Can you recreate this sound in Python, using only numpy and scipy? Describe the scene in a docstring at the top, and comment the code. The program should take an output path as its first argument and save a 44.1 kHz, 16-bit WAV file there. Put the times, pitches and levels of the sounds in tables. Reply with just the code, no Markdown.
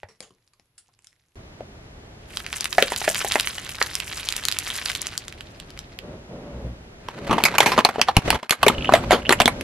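"""Car tyre crushing toys and packets

On asphalt, close to the microphone, a tyre rolls slowly over three things, one after another.
A small brittle toy ticks and splinters: each fracture is a run of noise jumps ringing a shell.
A row of sealed plastic packets crinkles (clumped clicks), snaps and pops (damped swings) over engine idle.
Then the engine pulls with firing tones and tyre roar, and a hollow toy truck creaks, squeaks and
cracks apart through its wall resonances, overloading the microphone."""
import sys
import numpy as np
from scipy import signal
from scipy.fft import rfft, irfft, next_fast_len
from scipy.io import wavfile
from scipy.ndimage import uniform_filter1d

SR = 44100
rng = np.random.default_rng(int(sys.argv[2]) if len(sys.argv) > 2 else 0)


def output_pcm(signal):
    """Save a mono or channel-first signal as 16-bit PCM at the path in sys.argv[1].

    Samples are clipped to [-1, 1] before scaling.
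    """
    pcm = np.clip(np.atleast_2d(signal).T, -1, 1) * 32767
    wavfile.write(sys.argv[1], SR, np.round(pcm).astype(np.int16))


N = 424683
TIME, LONG = np.arange(N) / SR, next_fast_len(N, True)
SIZE = 4096  # samples in one short hit
HZ, AGE = np.fft.rfftfreq(SIZE, 1 / SR), np.arange(SIZE) / SR
LONG_HZ = np.fft.rfftfreq(LONG, 1 / SR)


def amp(db):
    """Decibels to gain."""
    return 10 ** (np.asarray(db) / 20)


def unit(x):
    """Scales to rms 1."""
    return x / np.sqrt(np.mean(x ** 2) + 1e-20)


def smooth(x, *sizes):
    """Running means of these lengths in samples, one after another."""
    for size in sizes:
        x = uniform_filter1d(x, size=size)
    return x


def read(points, hz):
    """Reads a spectrum on a log-frequency axis."""
    f, value = np.transpose(points)
    return np.interp(np.log(hz + 1), np.log(f + 1), value)


def level(rows):
    """Gain along a dB curve, silent outside it."""
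    s, db = np.transpose(rows)
    inside = (TIME >= s[0]) * (TIME <= s[-1])
    return amp(np.interp(TIME, s, db)) * inside


def envelope(start, end, rise_s, fall_s):
    """Swells up to start, holds until end, dies away."""
    before = np.maximum(start - TIME, 0) / rise_s
    after = np.maximum(TIME - end, 0) / fall_s
    return np.exp(-np.minimum(before + after, 20))


def add(mix, s, sound):
    """Mixes a sound in at a time."""
    first = max(round(s * SR), 0)
    part = mix[..., first:][..., :sound.shape[-1]]
    part += sound[..., :part.shape[-1]]


def tint(x, points):
    """Filters by a spectrum."""
    return irfft(rfft(x, LONG) * amp(read(points, LONG_HZ)), LONG)[..., :N]


def causal(gain):
    """Impulse response with this gain and the sharpest possible onset (minimum phase)."""
    log_gain = np.log(np.maximum(gain, 1e-5))
    circle = np.concatenate([log_gain, log_gain[-2:0:-1]])
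    return np.fft.ifft(np.exp(np.conj(signal.hilbert(circle)))).real


def blow(x, db):
    """Sets the rms level of a hit's first 12 ms."""
    early = x[AGE < 0.012]
    return amp(db) * x / np.sqrt(np.mean(early ** 2) + 1e-20)


def peak(hz, width, db):
    """Gain of one resonance standing on a flat response."""
    return 1 + (amp(db) - 1) / (1 + (2 * (HZ - hz) / width) ** 2)


def wavelet(hz, cycles):
    """A short damped swing."""
    return np.sin(2 * np.pi * hz * AGE) * np.exp(-AGE * hz / cycles)


def spot(sound, lag_s=0.000022, pan_db=4.0):
    """Each break lies at its own place, so it reaches the two ports a little differently."""
    lag, pan = np.clip(rng.standard_normal(2), -2, 2)
    sides = np.array([[0.5], [-0.5]])
    delay_s = sides * lag * lag_s + 8 / SR  # the shared 8 samples keep both delays positive
    turn = np.exp(-2j * np.pi * HZ * delay_s)
    return irfft(rfft(sound) * turn, SIZE) * amp(sides * pan * pan_db)


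def grains(shell, per_s, spread_db, clump_db, low_hz, high_hz, tone_db, count=16):
    """Clumps of tiny clicks of very unequal size, each ringing one patch of plastic."""
    out = np.zeros((2, N))
    for hz in np.geomspace(low_hz, high_hz, count):
        at = np.flatnonzero(rng.random(N) < per_s / count / SR)
        size = rng.exponential(1, SIZE)[at % SIZE]
        sign = rng.choice([-1, 1], SIZE)[at % SIZE]
        clicks = np.zeros(N)
        clicks[at] = sign * amp(spread_db * np.minimum(size, 3.5))
        patch = causal(shell * peak(hz, 0.3 * hz, tone_db))
        patch = spot(patch / np.linalg.norm(patch))[:, :SIZE // 4]
        out += signal.oaconvolve(clicks[None], patch, axes=1)[:, :N]
    clumps = unit(smooth(rng.standard_normal(N), 600, 300))
    out *= amp(clump_db * np.clip(clumps, -2, 2))
    # divide by the slow running loudness, so the grains keep an even level
    power = smooth(np.mean(out ** 2, axis=0), 5000, 3000)
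    return out / np.sqrt(abs(power) + 1e-9)


def cracks(rows, shell, wall_db, ring_db, ring_s, peak_db, peak_width, vary_db, first=0.28, uneven_db=4.0):
    """A fracture runs in tiny jumps; the shell rings on, each time with slightly other resonances."""
    out = np.zeros((2, N))
    below = 1 / (1 + (HZ / 1400) ** 8)
    above = 1 / (1 + (4500 / (HZ + 1)) ** 8)
    middle = (1 - below) * (1 - above)
    for s, db, bright_db, hz, length in rows:
        jumps, sizes, ring = rng.standard_normal((3, 2, SIZE))  # rows of each: mid, side
        run = jumps * amp(uneven_db * np.clip(sizes, -2, 2)) * np.exp(-AGE / max(length, 1e-4))
        force = run / np.linalg.norm(run, axis=1, keepdims=True)
        force[0, 0] += first
        ring = ring * np.exp(-AGE / ring_s)
        force += amp(ring_db) * ring / np.linalg.norm(ring[0])
        shard = unit(smooth(rng.standard_normal(len(HZ)), 70, 40))
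        gain = shell * peak(hz, peak_width * hz, peak_db) * amp(vary_db * shard)
        # body, walls, splinters: (band, lift over body dB, stereo width as side over mid)
        # the walls follow only a share of the brightness;
        # short waves leave the shell differently toward each port
        bands = [(below, 0, 0.11), (middle, wall_db + 0.64 * bright_db, 0.33), (above, bright_db, 0.6)]
        for band, lift_db, width in bands:
            response = causal(gain * band)
            mid, side = (blow(signal.fftconvolve(f, response)[:SIZE], db + lift_db) for f in force)
            add(out, s, np.array([mid + width * side, mid - width * side]))
    return out


def air(spectrum, width):
    """Steady noise, nearly mono in the bass and wider in the treble."""
    mid, side = rng.standard_normal((2, N))
    side = width * tint(side, [(60, -33), (500, -4.5), (2000, 5.5), (6000, 6.5)])
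    return unit(tint(np.array([mid + side, mid - side]), spectrum))


# spectrum of the faint background at the microphone: pitch_hz, level_db (per Hz, relative)
BACKGROUND_COLOUR = [(15, -32), (25, 2), (69, 1), (115, 7), (196, -8), (404, -9), (856, -13.5), (3830, -18),
                     (10000, -29), (11200, -12), (12100, -31), (15000, -54.5)]


def background():
    """Faint steady noise lies under everything."""
    return amp(-71) * air(BACKGROUND_COLOUR, width=0.49)


# moments when the second and third crushing begin: start_s
CRUSH_STARTS = [1.356, 6.02]
# spectrum of the small toy's shell: pitch_hz, level_db (per Hz, relative)
SMALL_COLOUR = [(40, -13), (150, -6), (600, -10), (2000, -4), (6000, -4), (11000, -10), (12500, -37),
                (15500, -100)]


def debris(level_db=-76.5, swell_db=7):
    """Loose splinters of the small toy tick against the asphalt in fits until the packets' turn."""
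    shell = amp(read(SMALL_COLOUR, HZ))
    ticks = grains(shell, per_s=140, spread_db=5, clump_db=2, low_hz=2000, high_hz=9000, tone_db=14, count=6)
    fits = unit(smooth(rng.standard_normal(N), 4000))
    swell = amp(level_db + swell_db * np.clip(fits, -2, 2))
    return swell * (TIME < CRUSH_STARTS[0]) * ticks


# dull knocks and pops under the tyre: the small toy's body, grit, then bursting packets;
# levels before the bass is thinned: start_s, swing_level_db, slap_level_db, swing_pitch_hz
KNOCKS_AND_POPS = [(0.033, -38.5, -41, 830), (1.6074, -31.5, -56, 550), (2.783, -10.5, -11.5, 750),
                   (2.826, -16, -19, 580), (2.9208, -23.5, -30, 900), (3.0163, -31, -42, 870),
                   (3.079, -16, -19, 680), (3.247, -23.5, -32, 780), (3.3566, -18, -17, 890),
                   (3.8153, -32.5, -17.5, 1430)]


def knocks_and_pops(swing_cycles=1.2, slap_hz=1800, slap_cycles=0.92, flap_db=-5, flap_s=0.0074):
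    """Each knock or pop is a damped swing and a higher slap, both with a fluttering noise tail."""
    out = np.zeros(N)
    for s, swing_db, slap_db, swing_hz in KNOCKS_AND_POPS:
        flaps = rng.standard_normal(SIZE) * np.exp(-AGE / flap_s) * (1 - np.exp(-AGE / 0.001))
        this_slap_hz = slap_hz * rng.uniform(0.92, 1.08)
        for hz, cycles, db in [(swing_hz, swing_cycles, swing_db), (this_slap_hz, slap_cycles, slap_db)]:
            swing = wavelet(hz, cycles)
            tail = signal.fftconvolve(flaps, swing)[:SIZE]
            add(out, s, blow(unit(swing) + amp(flap_db) * unit(tail), db))
    return tint(out, [(60, -36.5), (200, -9.0), (450, -0.5)])


def cavity(pitch_hz=201, t60_s=0.7, level_db=-28.5):
    """The air inside the tyre hums, as a decaying sine, after each knock or pop."""
    out, age = np.zeros(N), TIME[:SR]
    for s, swing_db, *_ in KNOCKS_AND_POPS:
        fade = amp(swing_db + level_db - 60 * age / t60_s)
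        add(out, s, fade * np.sin(2 * np.pi * pitch_hz * age))
    return out


# low thumps; at 8.17 s the overloaded microphone swinging back, then knocks on the phone:
# start_s, level_db (before decay), pitch_hz, decay_s
THUMPS = [(0.04, -39, 94.5, 0.017), (8.17, 5.5, 117, 0.0022), (8.1809, -5.5, 130, 0.0024),
          (8.1882, -1.5, 150, 0.0014), (8.785, -19.5, 60.4, 0.027)]


def thumps():
    """Each low thump is one damped swing, starting downward."""
    out = np.zeros(N)
    for s, db, hz, decay_s in THUMPS:
        add(out, s, -amp(db) * wavelet(hz, hz * decay_s))
    return out


# fractures of the small toy, and first a faint onset at 0.087 s played the same way, levels before the mix: #
# start_s, body_level_db, brightness_db (splinters over body), pitch_hz (strongest ring), length_s
SMALL_TOY_CRACKS = [(0.0868, -55, -2, 443, 0.031), (0.2049, -44.5, 2.5, 530, 0.0013),
                    (0.2256, -50.5, 1, 520, .018), (0.3061, -55, -15, 463, 0.0024),
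                    (0.5348, -66, 1, 1090, .0024), (0.5973, -62, -1, 735, 0.00023),
                    (0.7794, -71.5, 23.5, 1230, 0.012), (0.8881, -64, -20, 700, 0.0071),
                    (0.9904, -67.5, 5, 1000, 0.0003), (1.0446, -74, 19.5, 1070, 0.0023),
                    (1.0704, -77.5, 27, 1250, 0.00054)]


def small_toy():
    """A brittle little shell fractures and rings on."""
    shell = amp(read(SMALL_COLOUR, HZ))
    return amp(-1.0) * cracks(SMALL_TOY_CRACKS, shell, wall_db=-1, ring_db=-9.5, ring_s=0.041,
                              peak_db=10.5, peak_width=0.21, vary_db=4.5)


# spectrum of the engine's rumble near the ground: pitch_hz, level_db (per Hz, relative)
IDLE_COLOUR = [(15, -25), (25, -5.5), (69, 0.5), (193, -7.5), (274, -11), (399, -10), (457, -15),
               (631, -13.5), (1020, -23), (1570, -24.5), (6550, -38.5), (8810, -47.5), (9810, -44.5),
               (12200, -50), (15500, -78)]
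# spectrum of the tyre's roar on the asphalt: pitch_hz, level_db (per Hz, relative)
ROAR_COLOUR = [(53, -36), (90, -34), (124, -3), (199, -6), (241, -5.5), (332, -9), (539, -9.5), (849, -20),
               (941, -19.5), (1600, -30.5), (3000, -38), (3900, -43), (6600, -120)]
# the car pulls forward, levels before the lull: start_s, end_s, roar_level_db, rumble_level_db
PULLS = [(6.007, 6.144, -38.5, -51), (6.273, 6.676, -38.5, -51), (7.136, 7.8, -36, -45),
         (8.231, 8.335, -62, -25), (8.605, 9.19, -33, -34.5), (9.24, 9.618, -36.5, -35.5)]


def car(idle_db=-44, rise_s=0.031, fall_s=0.046):
    """The car idles from the packets on; each pull adds tyre roar and rumble."""
    roar, rumble = np.zeros(N), amp(idle_db) * (TIME > CRUSH_STARTS[0])
    for start, end, roar_db, rumble_db in PULLS:
        effort = envelope(start + rise_s, end, rise_s / 2, fall_s)
        roar = np.hypot(roar, amp(roar_db) * effort)
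        rumble = np.hypot(rumble, amp(rumble_db) * effort)
    rolling = roar * (amp(-1.5) * air(ROAR_COLOUR, width=0.35) + drone())
    running = engine() + rumble * air(IDLE_COLOUR, width=1.0) + rolling
    # the car's sound drops away briefly around 8.48 s
    lull = amp(-46 / (1 + ((TIME - 8.48) / 0.093) ** 10))
    return lull * running


# how fast the packets crumple, first going under the tread, then peeling out of it:
# start_s, level_db (before the fold and crease gains)
CRINKLE_LEVEL = [(2.3, -59), (2.8, -37), (3.2, -32.5), (3.6, -39), (4.0, -39.5), (4.9, -38), (5.1, -41.5),
                 (5.3, -54), (5.95, -59.5)]
# a whole packet gives way, levels before the same gains: start_s, level_db
CRUNCHES = [(2.38, -40), (2.57, -35.5), (3.1, -31.5), (3.32, -34), (4.17, -37), (4.32, -41), (4.73, -30),
            (4.89, -32.5)]
# spectrum of the packets' plastic film: pitch_hz, level_db (per Hz, relative)
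FILM_COLOUR = [(100, -18), (600, -11), (1100, -5), (1700, -7), (3300, -5), (6000, -7), (9000, -7),
               (11800, -6), (13500, -14), (15800, -33)]


def crinkle(folds_db=1.5, crease_db=-34, knee_db=-35, growth=1.33, loss_db_per_s=1.5, crunch_s=0.054):
    """The packets crumple under the tread: wide folds crackle, fine creases fizz."""
    film, fine = amp(read(FILM_COLOUR, HZ)), 1 / (1 + (6000 / (HZ + 1)) ** 3)
    folds = grains(film * (1 - fine), per_s=600, spread_db=3.5, clump_db=5,
                   low_hz=1595, high_hz=5180, tone_db=13.5)
    creases = grains(film * fine, per_s=1500, spread_db=5.5, clump_db=5.0,
                     low_hz=5100, high_hz=11500, tone_db=15.5)
    crunches = sum((amp(db) * envelope(s, s, crunch_s, crunch_s)) ** 2 for s, db in CRUNCHES)
    work = np.sqrt(level(CRINKLE_LEVEL) ** 2 + crunches)
    # flattened film fizzes less
    stiffness = amp(-loss_db_per_s * np.maximum(TIME - CRINKLE_LEVEL[0][0], 0))
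    # fine creases grow faster than wide folds
    crease_work = stiffness * amp(crease_db) * (work / amp(knee_db)) ** growth
    return amp(folds_db) * work * folds + crease_work * creases


# film buckling, peak levels before gain and panning: start_s, level_db, pitch_hz
SNAPS = [(2.3716, -4.5, 3570), (2.4646, -11.5, 2150), (2.5289, -6, 2500), (2.6083, -3.5, 5100),
         (2.6437, -5, 3560), (2.6564, -3, 2430), (2.7286, -6, 4570), (2.8248, 5.5, 3500),
         (2.962, -6.5, 4470), (3.1462, -5, 3200), (3.3211, 1, 4700), (3.341, -9, 4100), (3.3984, 3.5, 3370),
         (3.409, -5.5, 6700), (3.4731, -1.5, 2400), (3.8262, 2, 4600), (3.9533, -0.5, 4970),
         (4.0018, -6.5, 2970), (4.288, -1, 3800), (4.3245, -5.5, 3900), (4.3652, -3.5, 6700),
         (4.4526, -1.5, 5060), (4.485, 1, 4320), (4.515, -5.5, 4350), (4.5242, -4, 4660),
         (4.5876, 0.5, 6750), (4.8591, -3, 3970), (4.917, -10, 3500), (4.951, -5.5, 2950),
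         (5.0173, -6, 7500), (5.069, -6.5, 5100), (5.1778, -2, 5460), (5.2818, -13.5, 3800),
         (5.3253, -20, 2290), (5.4083, -16.5, 2750), (5.6002, -18, 3940), (5.7047, -24.5, 3900),
         (5.7757, -21.5, 2000), (5.791, -14, 5000), (5.9893, -14.5, 2800)]


def snaps(width=0.68, flutter_db=-3, flutter_s=0.001, gain_db=-1):
    """Stiff film flips over in a quick stutter; the size of the fold sets its pitch."""
    out, film = np.zeros((2, N)), amp(read(FILM_COLOUR, HZ))
    for s, db, hz in SNAPS:
        force = rng.standard_normal(SIZE) * np.exp(-AGE / flutter_s)
        force *= amp(flutter_db) / np.linalg.norm(force)
        force[0] += 1
        fold = film / np.sqrt(1 + (np.log((HZ + 1) / hz) / (width / 2)) ** 2)
        snap = signal.fftconvolve(force, causal(fold))[:SIZE]
        add(out, s, spot(amp(db + gain_db) * snap / abs(snap).max()))
    return out


# resonances of the loaded tyre: pitch_hz, width_hz, level_db (relative)
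TREAD_MODES = [(223, 62, -0.77), (566, 97, -0.23)]


def drone(level_db=-6):
    """Rough asphalt shakes the tyre's resonances; the level is set against the roar."""
    gain = sum(amp(db) / (1 + (2 * (LONG_HZ - hz) / width) ** 2) for hz, width, db in TREAD_MODES)
    shaken = irfft(rfft(rng.standard_normal(LONG)) * gain, LONG)[:N]
    return amp(level_db) * unit(shaken)


# the engine labours, levels before throb and lull:
# start_s (moment of greatest effort), swell_s, pitch_hz (mean firing rate), level_db
SURGES = [(6.67, 0.076, 60.25, -29), (9.05, 0.21, 56.3, -32)]
# tones of the firing: multiple of the firing rate, level_db (relative)
FIRING_ORDERS = [(1, 2), (2, -1.5), (3, -8.5), (4, -8.5)]


def engine(waver=0.0078, throb=0.43):
    """Firing tones swell and fade with each surge of effort."""
    drift, lumps = (unit(smooth(row, 1500)) for row in rng.standard_normal((2, N)))
    out = np.zeros(N)
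    for s, swell_s, hz, db in SURGES:
        turns = np.cumsum(hz * (1 + waver * drift)) / SR
        firing = sum(amp(gain) * np.sin(2 * np.pi * (k * turns + rng.random())) for k, gain in FIRING_ORDERS)
        out += amp(db) * envelope(s, s, swell_s, swell_s) * unit(firing)
    return out * (1 + throb * lumps)


# spectrum of the truck's plastic: pitch_hz, level_db (per Hz, relative)
TRUCK_COLOUR = [(40, -25), (150, -13), (350, -9), (800, -6), (1400, -3.5), (3000, -7.5), (5000, -15.5),
                (9000, -20.5), (12000, -23.5), (15500, -40)]
# resonances of the truck's walls: pitch_hz, width_hz, level_db (over the flat response)
WALL_MODES = [(239, 19, 6.5), (615, 1000, 2.5), (1100, 93, -1.5), (1580, 240, 0.5), (2120, 300, 1),
              (3060, 360, 0.5), (4320, 710, 5), (7300, 1600, 2), (11300, 1800, 4.5)]


def walls():
    """Response of the hollow truck: its plastic's spectrum times its wall resonances."""
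    return amp(read(TRUCK_COLOUR, HZ)) * np.prod([peak(*mode) for mode in WALL_MODES], axis=0)


# strain on the truck: start_s, level_db
CREAK_LEVEL = [(7.0, -55), (7.25, -39.5), (7.5, -30), (7.72, -27), (8.05, -44), (8.35, -32), (8.47, -53),
               (8.72, -40), (9.62, -47.5)]


def creak(settle_db=-16, settle_rise_s=0.0058, settle_s=0.021):
    """The truck strains and scrapes over the grit, and its pieces scrape on after each crack."""
    dull = walls() / np.hypot(1, HZ / 9000)  # scraping is duller than breaking
    scrape = grains(dull, per_s=900, spread_db=1.0, clump_db=5.5, low_hz=295, high_hz=2480, tone_db=10)
    settling = sum((amp(db + settle_db) * envelope(s, s, settle_rise_s, settle_s)) ** 2
                   for s, db, *_ in TRUCK_CRACKS)
    return np.sqrt(level(CREAK_LEVEL) ** 2 + settling) * scrape


# fractures of the truck, levels before the mix:
# start_s, body_level_db, brightness_db (splinters over body), pitch_hz (strongest ring), length_s
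TRUCK_CRACKS = [(7.0855, -29.5, -18, 1090, 0.0019), (7.296, -20.5, -32, 300, 0.066),
                (7.3099, -16, -22.5, 1060, 0.014), (7.3281, -18, -20, 1080, 0.012),
                (7.381, -17.5, -26, 880, 0.0049), (7.4026, -26.5, -23, 840, .005),
                (7.4379, -21, 1.5, 2400, 0.0013), (7.4524, -19.5, 0, 2150, 0.01),
                (7.5395, -26, -26, 915, 0.006), (7.5825, -15.5, -5, 1010, 0.0036),
                (7.6042, -11, -10, 950, 0.0031), (7.6281, -21.5, -10.5, 620, 0.014),
                (7.66, -17, -8.5, 960, 0.027), (7.7184, -20, -12, 1070, 0.014),
                (7.7778, -11, -23.5, 1050, 0.011), (7.7897, -14.5, -19, 1060, 0.001),
                (7.849, -17.5, -1, 680, 0.0023), (7.852, -16, -15, 1070, 0.0044),
                (7.889, -21, -19, 675, .0056), (7.9585, -27, -35, 890, 0.0013),
                (7.9822, -23.5, -46, 453, 0.0036), (7.9937, -22, -28, 640, .0036),
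                (8.0148, -20.5, 2, 2870, .0011), (8.085, -13.5, -24.5, 775, 0.0074),
                (8.167, -15.5, -6, 880, 0.0019), (8.2779, -23.5, -21, 630, .013),
                (8.304, -18.5, -2.5, 836, 0.0009), (8.328, -22, -19, 1070, .006),
                (8.3449, -24, -17, 930, 0.0088), (8.4295, -32, -17, 970, 0.0035),
                (8.4947, -32, 1, 1217, 0.0023), (8.5077, -24, 5, 1100, 0.0026),
                (8.5231, -23.5, -6.5, 1105, 0.0091), (8.6297, -12.5, -13.5, 1060, .005),
                (8.6649, -10.5, -18.5, 432, 0.0049), (8.6816, -15.5, -4, 920, 0.0032),
                (8.699, -17.5, -38, 1250, .004), (8.8913, -14, -47, 760, .003),
                (8.9223, -17, -25, 286, 0.0041), (8.937, -5, -21.5, 664, 0.0033),
                (8.9506, -18, -15, 695, 0.019), (9.0382, -31.5, -26, 1220, 0.0016),
                (9.108, -12, -18.5, 610, 0.0056), (9.118, -15, -13, 1180, 0.02),
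                (9.1288, -12, -23, 510, 0.017), (9.2929, -14.5, -7, 1330, 0.0012),
                (9.3064, -14.5, -17, 370, 0.012), (9.324, -15.5, -6, 2000, 0.0067),
                (9.4019, -12, -13.5, 700, 0.00078), (9.4062, -16.5, -10, 1100, 0.0024),
                (9.417, -21.5, -4.5, 670, 0.0021), (9.4573, -17, -4.5, 3600, 0.0017),
                (9.4783, -14, -11.5, 2280, .0045), (9.61, -37.5, -1, 310, 0.0017)]


def truck():
    """The hollow truck cracks apart, its walls ringing briefly."""
    return amp(0.5) * cracks(TRUCK_CRACKS, walls(), wall_db=4.5, ring_db=-9.5, ring_s=0.012,
                             peak_db=11, peak_width=0.25, vary_db=4.0)


# rubber slipping on the truck, peak levels before gain: start_s, level_db
SQUEAKS = [(8.748, -29), (8.782, -22.5), (8.809, -27), (8.823, -24), (8.846, -18.5), (8.856, -19.5),
           (8.873, -23), (8.882, -26), (9.22, -35), (9.252, -26), (9.258, -22.5), (9.267, -22),
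           (9.389, -29)]


def squeaks(pitch_hz=2890, rise_s=0.00095, jitter=0.087, gain_db=1.5, chatter_db=-15, chatter_s=0.019):
    """Each slip is a brief, rough chirp; the rubber chatters on faintly after it."""
    out = np.zeros(N)
    chirp = AGE / rise_s * np.exp(1 - AGE / rise_s)
    shape = chirp + amp(chatter_db) * np.exp(-AGE / chatter_s)
    for s, db in SQUEAKS:
        wobble = unit(smooth(rng.standard_normal(SIZE), 20))
        pitch = pitch_hz * (1 + jitter * wobble)
        add(out, s, amp(db + gain_db) * shape * np.sin(2 * np.pi * np.cumsum(pitch) / SR))
    return out


# reflections between road, tyre and underbody: pitch_hz, t60_s
UNDERBODY = [(150, 0.15), (600, 0.17), (1500, 0.14), (4000, .1), (12000, 0.07)]


def place(x, wet_db, lead_s, apart):
    """Direct sound reaches the right port first; reflections under the car follow."""
    noise = rng.standard_normal((2, 2 * SIZE))
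    hz, t, z = signal.stft(noise, SR, nperseg=128)
    z[1] *= (apart * hz / (hz + 1500))[:, None]  # the side signal widens with pitch
    decay = amp(-60 * t / read(UNDERBODY, hz)[:, None])
    mid, side = signal.istft(z * decay, SR, nperseg=128)[1]
    build_up = 1 - np.exp(-np.arange(len(mid)) / SR / 0.0029)
    tail = np.array([mid + side, mid - side]) * build_up
    wet = signal.oaconvolve(x, tail / np.linalg.norm(tail[0]), axes=1)[:, :N]
    late = irfft(rfft(x[0], LONG) * np.exp(-2j * np.pi * LONG_HZ * lead_s), LONG)[:N]
    return np.array([late, x[1]]) + amp(wet_db) * wet


# balance of the microphone's two ports: pitch_hz, level_db (left minus right)
BALANCE = [(400, 4), (1300, -1.6), (2400, -5), (4400, 0.5), (12000, 0)]


def scene():
    """The three crushes over the sound of the car."""
    toys = place(small_toy() + debris(), wet_db=-12.0, lead_s=0.00001, apart=0.16)
    toys += place(crinkle() + snaps() + knocks_and_pops(), wet_db=-12, lead_s=0.000025, apart=0.93)
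    toys += place(truck() + creak() + squeaks(), wet_db=-15.5, lead_s=0.00002, apart=2.16)
    left = tint(toys[0], [(hz, db / 2) for hz, db in BALANCE])
    right = tint(toys[1], [(hz, -db / 2) for hz, db in BALANCE])
    return np.array([left, right]) + thumps() + cavity() + car() + background()


def record(dry):
    """The loudest cracks clip at the microphone; then a low-pass at 15800 Hz limits the band."""
    clipped = np.clip(dry, -1, 1)
    low_pass = signal.firwin(255, 15800, window=("kaiser", 8), fs=SR)
    return signal.oaconvolve(clipped, low_pass[None], "same")


dry = scene()
out = record(dry)
output_pcm(out)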